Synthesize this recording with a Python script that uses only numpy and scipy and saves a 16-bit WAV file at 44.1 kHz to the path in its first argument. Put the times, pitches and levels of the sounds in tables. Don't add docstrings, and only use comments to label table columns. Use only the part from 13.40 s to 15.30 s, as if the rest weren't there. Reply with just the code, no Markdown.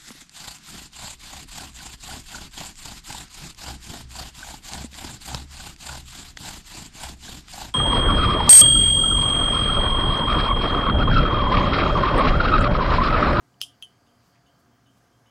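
import sys
import numpy as np
from scipy import signal
from scipy.io import wavfile

SR = 44100
rng = np.random.default_rng(int(sys.argv[2]) if len(sys.argv) > 2 else 0)


def level_to_linear(level):
    exponent = np.asarray(level, float) / 20
    return 10 ** exponent


def transcribe(signal):
    frames = np.atleast_2d(signal).T
    limited = np.clip(frames, -1, 1)
    pcm = np.round(limited * 32767).astype(np.int16)
    wavfile.write(sys.argv[1], SR, pcm)


N = 83790
CONTACT_S = .0005


def rms_one(x):
    return x / np.sqrt(np.mean(x ** 2) + 1e-20)


def band(x, low_hz, high_hz):
    edges = [low_hz, min(high_hz, .45 * SR)]
    return signal.sosfilt(signal.butter(2, edges, "band", fs=SR, output="sos"), x)


def high(x, hz):
    return signal.sosfilt(signal.butter(4, hz, "high", fs=SR, output="sos"), x)


def place(s, x):
    out, i = np.zeros(N + len(x)), int(s * SR)
    out[i:i + len(x)] = x
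    return out[:N]


def ring(clicks, hz, t60):
    r, w = level_to_linear(-60 / (t60 * SR)), 2 * np.pi * hz / SR
    return signal.lfilter([0, np.sin(w)], [1, -2 * r * np.cos(w), r * r], clicks + 1e-18)


def drift(rate):
    r = np.exp(-80 * np.pi * rate / SR)
    slow = signal.lfilter([1], [1, -2 * r, r * r], rng.standard_normal(N // 40 + 2002))[2000:]
    return np.interp(np.arange(N) / 40, np.arange(len(slow)), rms_one(slow))


def strike(s, db, modes):
    t = np.arange(SR // 4) / SR
    rings = sum(level_to_linear(db + m_db - 60 * t / t60) * np.sin(2 * np.pi * hz * t) for hz, m_db, t60 in modes)
    return place(s, rings * (1 - np.exp(-t / CONTACT_S)))


# (time [s], level [dB])
SLACK = (.1418, -56)
# (frequency [Hz], level [dB], t60 [s])
SLACK_MODE = (3000, 3, 0.011)
# (start [s], end [s], level [dB])
SLIDES = [
    (.2035, .2143, -52),
    (.417, .4243, -63),
]
# (time [s], level [dB], crack level [dB], room level [dB])
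SNAPS = [
    (.2146, -19.5, -1, -.3),
    (.4243, -32.5, -6, -9),
]
# (frequency [Hz], level [dB], t60 [s])
CASE = [(2917, -12, 0.046), (3010, -2.5, 0.013), (3128, 4.5, 0.015), (3450, -21, 0.13), (4390, -12, 0.019),
        (4830, -5.5, 0.013), (5110, -10, 0.02), (5230, 3.5, 0.0091), (6140, -8, 0.017), (7420, -13, 0.0072),
        (8590, -8, 0.0053), (10000, 0, 0.0072), (11900, -13, 0.0049), (13530, -11, 0.013)]
# (frequency [Hz], level [dB], t60 [s])
FREE_CASE = [(2710, -7.5, 0.056), (2990, -9.5, 0.17), (3118, -1, 0.075), (3210, -0.5, 0.085),
             (3570, -36, 0.28), (4240, -19, 0.031), (6000, -14, 0.028), (6470, -16, 0.033),
             (7170, -41, 0.013), (8730, -14.5, 0.011), (10000, -10, 0.0087), (10520, 0.5, 0.0076),
             (11700, -18, 0.0062), (13300, -13, 0.011)]


def crown():
    slide_per_s, shell_top_hz, radiates_hz = 9000, 4000, 2120
    crack_db, crack_t60_s, crack_lead_s = 1.5, .007, .0002
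    rattle_db, rattle_t60_s = -20, .05
    room_parts_db, room_crack_db = -5, 13
    t, short = np.arange(N) / SR, np.arange(SR // 10) / SR
    out, feed = strike(*SLACK, [SLACK_MODE]), np.zeros(N)
    shape = level_to_linear(-60 * short / crack_t60_s) + level_to_linear(rattle_db - 60 * short / rattle_t60_s)
    shape = shape * (1 - np.exp(-short / CONTACT_S))
    tap = band(1. * (short == 0), 4710, 11200)
    for (s, db, snap_db, room_db), modes in zip(SNAPS, (CASE, FREE_CASE)):
        noise = band(shape * rng.standard_normal(len(short)), 4600, 14100)
        crack = level_to_linear(db + crack_db + snap_db) * place(s - crack_lead_s, noise)
        shell = strike(s, db, [m for m in modes if m[0] < shell_top_hz])
        parts = strike(s, db, [m for m in modes if m[0] >= shell_top_hz])
        out += shell + parts + crack
        feed += level_to_linear(room_db) * shell + level_to_linear(room_parts_db) * parts
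        feed += level_to_linear(db + snap_db + room_crack_db) * place(s, tap)
    grit = (rng.random(N) < slide_per_s / SR) * rng.standard_normal(N)
    grit = sum(ring(grit, hz, .006) for hz, _, _ in CASE[1:9])
    grit = rms_one(band(grit, 2600, 8200))
    for a, b, db in SLIDES:
        out += level_to_linear(db) * grit * np.interp(t, [a, a + 0.0011, b, b + 0.00043], [0.015, 1.0, 1, 0.038])
    return high(np.array([out, feed]), radiates_hz)


# (frequency [Hz], level [dB], t60 [s])
KNOCK = [(495, -26, .005), (700, -19, 0.0064), (950, -16, 0.0037), (1346, -8, 0.0057), (1760, -15, 0.007)]


def knock():
    return sum(strike(s + .001, db, KNOCK) for s, db, _, _ in SNAPS)


# (time [s], level [dB], lever level [dB])
TICKS = [
    (0.266, -83, -76),
    (0.664, -70, -77),
    (1.061, -69, -70.5),
    (1.460, -70.5, -69),
    (1.86, -69.5, -69.5),
]
# (time [s], level [dB])
TOCKS = [(0.518, -76.5), (0.917, -79), (1.320, -77.5), (1.72, -76.5)]
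# (frequency [Hz], level [dB], t60 [s])
TICK_MODES = [(2790, -2.5, .2), (3210, -6, .05), (3440, -4, .15), (3690, -3, .15)]
TOCK_MODES = [(2950, -4, .12), (3190, 0, .05), (3300, -3, .03), (3640, -7, .1)]
DROP_MODES = [(6500, 4.5, 0.11), (10500, 10, 0.014), (12700, -4, 0.028)]
# (delay [s], start [Hz], end [Hz], glide [s], level [dB], t60 [s])
TICK_SPRING = (.022, 3250, 3070, .05, -1, .6)
TOCK_SPRING = (.001, 3140, 3195, .008, 3.5, .5)
# (frequency [Hz], level [dB], hold [s], stop t60 [s])
LEVER = (3004, 3, .04, .04)


def escapement():
    drop_s, drop_db = 0.0083, -5.5
    out = np.zeros(N)
    for s, db, lever_db in TICKS:
        out += strike(s, db, TICK_MODES) + strike(s + drop_s, db + drop_db, DROP_MODES)
        out += spring(s, db, *TICK_SPRING) + lever(s, lever_db, *LEVER)
    for s, db in TOCKS:
        out += strike(s, db, TOCK_MODES) + spring(s, db, *TOCK_SPRING)
    return out


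def spring(s, db, delay, start_hz, end_hz, glide, own_db, t60):
    hold_s, stop_t60_s, rise_s = .08, 0.055, 0.0008
    t = np.arange(SR // 4) / SR
    hz = end_hz + (start_hz - end_hz) * np.exp(-t / glide)
    stop_db = 60 * np.clip(t - hold_s, 0, 1) / stop_t60_s
    level = level_to_linear(db + own_db - 60 * t / t60 - stop_db) * (1 - np.exp(-t / rise_s))
    return place(s + delay, level * np.sin(2 * np.pi * np.cumsum(hz) / SR))


def lever(s, db, hz, own_db, hold, t60):
    free_t60_s = 1.2
    t = np.arange(SR // 4) / SR
    stop_db = 60 * np.clip(t - hold, 0, 1) / t60
    return place(s, level_to_linear(db + own_db - 60 * t / free_t60_s - stop_db) * np.sin(2 * np.pi * hz * t))


ECHO_S = [.0092, .0112, .0135, .0177, .0205, .0232, .027, .033]
ECHO_DB = [-11, -16, -20, -17, -19, -18, -23, -26]


def bedroom(x):
    tail_start_s, tail_db, tail_t60_s = .01, -37, 0.24
    bright_db, bright_t60_s = 8.5, 0.18
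    smear_db, smear_s = -17, .0016
    t = np.arange(SR // 2) / SR
    white = rng.standard_normal((3, len(t)))
    rise = np.clip((t - tail_start_s) / 0.008, 0, 1) * level_to_linear(tail_db)
    tail = band(white[0], 2780, 3740) * level_to_linear(-60 * t / tail_t60_s)
    tail += band(white[1], 4900, 12300) * level_to_linear(bright_db - 60 * t / bright_t60_s)
    h = rise * tail
    for s, db in zip(ECHO_S, ECHO_DB):
        h[int(s * SR)] += level_to_linear(db)
        h += level_to_linear(db + smear_db) * white[2] * (t > s) * np.exp(-np.clip(t - s, 0, 1) / smear_s)
    return high(signal.fftconvolve(x, h)[:N], 2300)


# (time [s], length [s], level [dB], low edge [Hz], high edge [Hz])
RUSTLES = [(.88, 0.093, -76.5, 10000, 15100), (0.961, 0.044, -66.5, 1090, 2600),
           (1.2, 0.032, -73, 3940, 14800), (1.448, 0.012, -77, 2930, 9000),
           (1.577, 0.027, -72.5, 2980, 11800), (0.85, 0.092, -72, 1990, 7000)]


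def rustles():
    t = np.arange(N) / SR
    grain = rng.standard_normal(N) * level_to_linear(1.1 * drift(150))
    return sum(level_to_linear(db) * rms_one(band(grain, low_hz, high_hz)) * np.exp(-((t - s) / (length / 2)) ** 2)
               for s, length, db, low_hz, high_hz in RUSTLES)


# (frequency [Hz], level [dB])
AIR = [(15, -45), (25, -8), (127, -1.5), (405, -10), (714, -12), (1610, -14.5), (2610, -26.5), (5730, -28),
       (16000, -35.5)]
# (frequency [Hz], width [Hz], level [dB])
HUM = [(120, 11, -69.5), (240, 10, -75), (280, 16, -76), (700, 34, -73.5), (1200, 90, -77),
       (1600, 120, -79), (6200, 1800, -81)]


def air():
    air_db, patchy_db = -63.5, 1.5
    whine_hz, whine_width_hz, whine_db = 4730, 570, -76
    whine_rise_s, whine_fade_s, whine_slope_s = 0.073, 1.27, 0.073
    white = rng.standard_normal((3, N + SR))
    edges, table = 25 * 2 ** np.arange(0, 9.6, .5), np.array(AIR)
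    hiss = np.zeros(N)
    for k, (a, b) in enumerate(zip(edges, edges[1:])):
        level_db = np.interp(np.log(a * b) / 2, np.log(table[:, 0]), table[:, 1])
        hiss += band(white[k % 2], a, b)[SR:] * level_to_linear(level_db + patchy_db * drift(4.3))
    out = level_to_linear(air_db) * rms_one(hiss)
    for hz, width, db in HUM:
        out += level_to_linear(db) * rms_one(band(white[2], hz - width / 2, hz + width / 2)[SR:])
    t = np.arange(N) / SR
    fade = 1 / (1 + np.exp((t - whine_fade_s) / whine_slope_s))
    fade = fade / (1 + np.exp((whine_rise_s - t) / whine_slope_s))
    whine = band(white[2], whine_hz - whine_width_hz / 2, whine_hz + whine_width_hz / 2)[SR:]
    return out + fade * level_to_linear(whine_db) * rms_one(whine)


def scene():
    beat_room_db = -9
    snaps, feed = crown()
    beats = escapement()
    room = bedroom(feed + level_to_linear(beat_room_db) * beats)
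    return (snaps + beats + knock() + room + rustles() + air())[None]


def roll_off(x):
    return signal.sosfilt(signal.butter(12, 16510, fs=SR, output="sos"), x)


def record(dry):
    low_hz, top_hz = 50.3, 16600
    top = signal.cheby2(14, 60, top_hz, fs=SR, output="sos")
    mix = signal.sosfilt(top, high(dry, low_hz))
    return roll_off(mix)


dry = scene()
out = record(dry)
transcribe(out)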